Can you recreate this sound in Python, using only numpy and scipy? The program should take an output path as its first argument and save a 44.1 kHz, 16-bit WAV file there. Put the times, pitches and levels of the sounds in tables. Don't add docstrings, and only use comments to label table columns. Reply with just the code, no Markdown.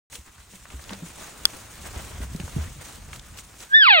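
import sys
import numpy as np
from scipy import signal
from scipy.fft import rfft, irfft
from scipy.io import wavfile
from scipy.ndimage import uniform_filter1d, map_coordinates

SR = 44100
rng = np.random.default_rng(int(sys.argv[2]) if len(sys.argv) > 2 else 0)


def master(y):
    cut = np.clip(np.atleast_2d(y).T, -1, 1)
    pcm = np.round(cut * 32767)
    wavfile.write(sys.argv[1], SR, pcm.astype(np.int16))


N = 176400
T = np.arange(N) / SR
HZ = np.fft.rfftfreq(N, 1 / SR)
EARS = np.array([[.5], [-.5]])


def amp(db):
    return 10 ** (np.asarray(db) / 20)


def unit_rms(x):
    return x / np.sqrt(np.mean(x ** 2) + 1e-20)


def over_time(rows, col=1):
    rows = np.array(rows)
    return np.interp(T, rows[:, 0], rows[:, col])


def at_freq(rows, hz, col=1):
    rows = np.array(rows)
    return np.interp(np.log(hz + 1), np.log(rows[:, 0]), rows[:, col])


def add(mix, start_s, sound):
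    part = mix[:, round(start_s * SR):][:, :sound.shape[-1]]
    part += sound[..., :part.shape[1]]


def wander(rate_hz):
    return unit_rms(irfft(rfft(rng.standard_normal(N)) / (1 + (HZ / rate_hz) ** 4), N))


# freq_hz, likeness
EAR_LIKENESS = [(60, 1), (150, 0.84), (700, 0.3), (1400, 0.77), (4500, 0.35), (7500, 0.86)]
def spread(pair, colour):
    a, b = rfft(pair)
    likeness = np.clip(at_freq(EAR_LIKENESS, HZ), -1, 1)
    mid, side = a * np.sqrt(1 + likeness), b * np.sqrt(1 - likeness)
    return unit_rms(irfft(np.array([mid + side, mid - side]) * amp(at_freq(colour, HZ)), N))


def woods(x, build_s=0.033, fade_60db_s=0.28):
    t = T[:SR // 2]
    echoes = rng.standard_normal((2, len(t))) * (rng.random((2, len(t))) < .05)
    echoes *= amp(-60 * t / fade_60db_s) * np.minimum(t / build_s, 1) ** 2
    return signal.fftconvolve(x, echoes / np.linalg.norm(echoes[0]), axes=1)[:, :N]


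# time_s, level_db
RUMBLE_LEVEL = [(.1, -59), (.5, -57.5), (.98, -44.5), (1.13, -58), (1.7, -50), (1.9, -42.5), (2.6, -40.5),
                (2.9, -47.5), (3.25, -46), (3.75, -56.5)]
# freq_hz, gain_db
RUMBLE_COLOUR = [(20, -25.5), (40, 1), (70, 2), (200, -12), (1000, -58)]
def rumble(wobble_db=2.5):
    level_db = over_time(RUMBLE_LEVEL) + wobble_db * wander(rate_hz=13)
    return amp(level_db) * spread(rng.standard_normal((2, N)), RUMBLE_COLOUR)


# start_s, level_db, pitch_hz, decay_s
THUDS = [(0.186, -40, 71, 0.0097), (0.534, -41, 187, 0.0077), (0.736, -33, 65, 0.019),
         (0.906, -36, 196, 0.017), (.926, -34.5, 230, 0.0022), (1.024, -30, 170.6, 0.009),
         (1.962, -28.5, 75.5, 0.0079), (2.204, -27, 63.6, 0.023), (2.348, -24.5, 166, 0.0041),
         (2.399, -27.5, 159, 0.0048), (2.434, -29.5, 80, 0.011), (2.563, -18, 136, 0.0036),
         (2.582, -22, 75.3, 0.018), (2.986, -37, 49, 0.018)]
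# freq_hz, gain_db
SCUFF_COLOUR = [(240, 7), (750, -14.5), (2500, -45)]
def thuds(scuff_gain=.45, scuff_decay_s=.011):
    out, t = np.zeros((2, N)), T[:SR // 4]
    noise = spread(rng.standard_normal((2, N)), SCUFF_COLOUR)
    for start_s, db, hz, decay_s in THUDS:
        knock = -np.sin(2 * np.pi * hz * t) * t / decay_s * np.exp(1 - t / decay_s)
        scuff = scuff_gain * np.exp(-t / scuff_decay_s) * noise[:, round(start_s * SR):][:, :len(t)]
        add(out, start_s, amp(db) * (knock + scuff))
    return out


def friction(colour, ticks_per_s=2500, tick_share=0.4, tick_spread_db=3, patch_db=1.4, flicker_db=1.45):
    ticks = rng.standard_normal((2, N)) * (rng.random((2, N)) < ticks_per_s / SR)
    ticks *= amp(tick_spread_db * np.minimum(rng.exponential(1, (2, N)), 4))
    rub = rng.standard_normal((2, N)) * (1 - tick_share) + tick_share * unit_rms(ticks)
    spectra = signal.stft(rub, nperseg=512)[2]
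    patches = uniform_filter1d(rng.standard_normal(spectra.shape[1:]), size=8, axis=0)
    patches = unit_rms(uniform_filter1d(patches, size=7, axis=1))
    rub = signal.istft(spectra * amp(patch_db * patches), nperseg=512)[1][:, :N]
    return spread(rub, colour) * amp(flicker_db * wander(rate_hz=40))


# time_s, level_db
STIR_LEVEL = [(.1, -56), (.6, -55), (.8, -49.5), (1.4, -48.5), (1.55, -45.5), (1.65, -48.5), (2.05, -44),
              (2.3, -50), (2.5, -44.5), (2.8, -51), (3.68, -53), (3.76, -57.5)]
# peak_s, length_s, body_db, hiss_db
SWISHES = [(0.15, 0.036, -49, -39.5), (0.283, 0.031, -51, -69), (0.538, 0.053, -54.5, -48),
           (0.723, 0.021, -42, -52), (0.898, .025, -43.5, -65), (0.932, 0.02, -36, -67),
           (1.074, 0.021, -45, -43.5), (1.235, 0.075, -45, -44), (1.868, 0.02, -38, -44),
           (1.971, 0.043, -39.5, -58), (2.231, 0.026, -43.5, -45.5), (2.614, 0.04, -41, -50),
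           (2.819, 0.018, -40.5, -44.5), (2.879, 0.1, -46.5, -46), (3.146, 0.03, -46, -43),
           (3.386, 0.022, -49.5, -39.5), (3.622, 0.04, -49.5, -43)]
# freq_hz, gain_db
BODY_COLOUR = [(200, 3), (450, 1.5), (1400, 0), (2200, -4.5), (3500, -8), (5000, -12.5), (16000, -32)]
# freq_hz, gain_db
HISS_COLOUR = [(500, -44), (2000, -3.5), (3800, -3), (5000, -4.5), (6500, 1), (9300, -1), (11500, -14),
               (15000, -7.5)]
def brush(rise_ratio=0.76, heavy_db=-50.5, low_hz=694):
    body_power = hiss_power = amp(over_time(STIR_LEVEL)) ** 2
    for peak_s, length_s, body_db, hiss_db in SWISHES:
        width_s = length_s * np.where(T < peak_s, rise_ratio, 1)
        swell = np.exp(-2 * abs((T - peak_s) / width_s) ** 1.86)
        body_power = body_power + swell * amp(body_db) ** 2
        hiss_power = hiss_power + swell * amp(hiss_db) ** 2
    rub = friction(BODY_COLOUR)
    lightness = 1 - np.minimum(np.sqrt(body_power) / amp(heavy_db), 1)
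    bass = irfft(rfft(rub) / (1 + (HZ / low_hz) ** 10), N)
    return np.sqrt(body_power) * (rub - lightness * bass) + np.sqrt(hiss_power) * friction(HISS_COLOUR)


# start_s, level_db, centre_hz
STEM_CRACKS = [(0.1294, -38, 1250), (.154, -32.5, 2970), (.655, -36.5, 1130), (0.703, -36.5, 1580),
               (.794, -38, 1100), (.84, -39, 4500), (0.894, -31.5, 2040), (.907, -32, 1140),
               (0.933, -31.5, 4000), (1.96, -32.5, 2450), (2.362, -36.5, 6500), (2.401, -31.5, 2040),
               (2.479, -33.5, 860), (3.131, -29.5, 1670), (3.16, -37.5, 3750), (3.195, -35.5, 3970),
               (3.373, -39, 3460), (3.387, -33.5, 2620), (3.604, -35.5, 4200)]
def stems(decay_s=0.0027, width_octaves=1.05):
    out, t = np.zeros((2, N)), T[:2048]
    hz = np.fft.rfftfreq(len(t), 1 / SR)
    for start_s, db, centre_hz in STEM_CRACKS:
        noise = rng.standard_normal(len(t)) + 1.2 * rng.standard_normal((2, len(t)))
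        band = np.exp(-(np.log2((hz + 1) / centre_hz) / width_octaves) ** 2)
        burst = unit_rms(irfft(rfft(noise) * band))
        add(out, start_s, amp(db) * burst * np.exp(-t / decay_s))
    return out


# pitch_hz, level_db, fade_60db_s, left_lead_rad
TWIG_TONES = [(1490, -7, 0.0069, 1.95), (3410, -0.5, 0.013, 2.6), (4600, 5.5, 0.0048, 2.08),
              (5180, 3, 0.0036, 2.07), (8840, -7, 0.0042, 3.6), (12900, -7.5, 0.0038, 0.78)]
def twig(start_s=1.4539, rise_s=0.00016, splinter_db=-14, splinter_decay_s=0.0019, echo_db=-37):
    out, t = np.zeros((2, N)), T[:SR // 20]
    for hz, db, fade_s, lead in TWIG_TONES:
        envelope = amp(db - 60 * t / fade_s) * (1 - np.exp(-t / rise_s))
        add(out, start_s, envelope * np.sin(2 * np.pi * hz * t + lead * EARS))
    splinters = spread(rng.standard_normal((2, N)), HISS_COLOUR)[:, :len(t)]
    add(out, start_s, amp(splinter_db) * splinters * np.exp(-t / splinter_decay_s))
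    return out + amp(echo_db) * woods(out)


# freq_hz, gain_db
THROAT = [(550, -5.5), (800, -3.5), (1300, -1), (2400, 6.5), (2950, 2.5), (3350, 0.5), (4150, -5),
          (4900, -8), (5400, -14)]
# freq_hz, left_lead_rad, left_minus_right_db
CALL_DIRECTION = [(587, 4.4, -7), (1220, 2.07, -7), (1840, 2.58, -0.5), (2600, 1.4, 1), (3320, 2, 0),
                  (3870, 1.6, 7)]
def elk_breath(pitch_hz, low_hz=1100, top_hz=4600, pitch_follow=.12):
    band = amp(at_freq(THROAT, HZ) / 2) * HZ ** 4 / (HZ ** 4 + low_hz ** 4) / (1 + (HZ / top_hz) ** 30)
    direction = np.exp(1j * EARS * at_freq(CALL_DIRECTION, HZ))
    air = irfft(rfft(rng.standard_normal(N)) * band * direction, N)
    position = np.cumsum((pitch_hz / pitch_hz[-1]) ** pitch_follow) % N
    return unit_rms(np.array([map_coordinates(ear, [position]) for ear in air]))


HARMONICS_DB = [1, -4.5, -6.5, -7.5, -8.5, -5, -9]
def elk_voice(pitch_hz, bright_db, soft_db=-21, full_voice_s=3.748, fray_rad=.6):
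    phase = 2 * np.pi * np.cumsum(pitch_hz) / SR
    soft_start_db = soft_db * np.clip((full_voice_s - T) / 0.019, 0, 1)
    top_hz = 3500 + 1.12 * pitch_hz
    voice = np.zeros((2, N))
    for k, db in enumerate(HARMONICS_DB, 1):
        hz = k * pitch_hz
        level_db = db + at_freq(THROAT, hz) + bright_db * max(k - 2, 0) + soft_start_db * (k > 1)
        gain = amp(level_db + EARS * at_freq(CALL_DIRECTION, hz, 2)) / (1 + (hz / top_hz) ** 40)
        fray = fray_rad * np.minimum(hz / top_hz, 1) ** 6 * wander(rate_hz=350)
        waver = amp(2 * amp(bright_db) * wander(rate_hz=56.3))
        voice -= gain * waver * np.cos(k * phase + fray + EARS * at_freq(CALL_DIRECTION, hz))
    return voice


# time_s, pitch_hz
CALL_PITCH = [(3.69, 1573), (3.716, 1600), (3.742, 1682), (3.754, 1789), (3.775, 1802), (3.8, 1745),
              (3.822, 1645), (3.84, 1520), (3.86, 1315), (3.88, 1075), (3.903, 875), (3.95, 712),
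              (4.0, 590)]
# time_s, level_db, bright_db (added per harmonic above the second)
CALL_EFFORT = [(3.69, -57.5, -3), (3.736, -15.5, -8.5), (3.748, -9, -14), (3.797, -14, -11),
               (3.825, -10, -6.5), (3.865, -15, 0), (3.882, -14, -2), (3.905, -13, 1), (3.97, -16, 0.5),
               (4.0, -18.5, 1)]
def elk(jitter=0.00506, breath_db=-12.5, echo_db=-26):
    pitch_hz = uniform_filter1d(over_time(CALL_PITCH), size=400) * (1 + jitter * wander(rate_hz=458))
    bright_db = over_time(CALL_EFFORT, 2)
    voice = elk_voice(pitch_hz, bright_db)
    rasp = amp(breath_db - (bright_db / 1.95) ** 2) * elk_breath(pitch_hz)
    call = amp(over_time(CALL_EFFORT)) * (T > CALL_PITCH[0][0]) * (voice + rasp)
    return call + amp(echo_db) * woods(call)


def scene():
    return brush() + stems() + thuds() + rumble() + twig() + elk()


def record(dry, silent_s=.1, top_hz=15900):
    capped = np.clip(dry * (T > silent_s), -1, 1)
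    lowpass = signal.firwin(511, top_hz, window=("kaiser", 9), fs=SR)
    return signal.oaconvolve(capped, lowpass[None], "same")


dry = scene()
out = record(dry)
master(out)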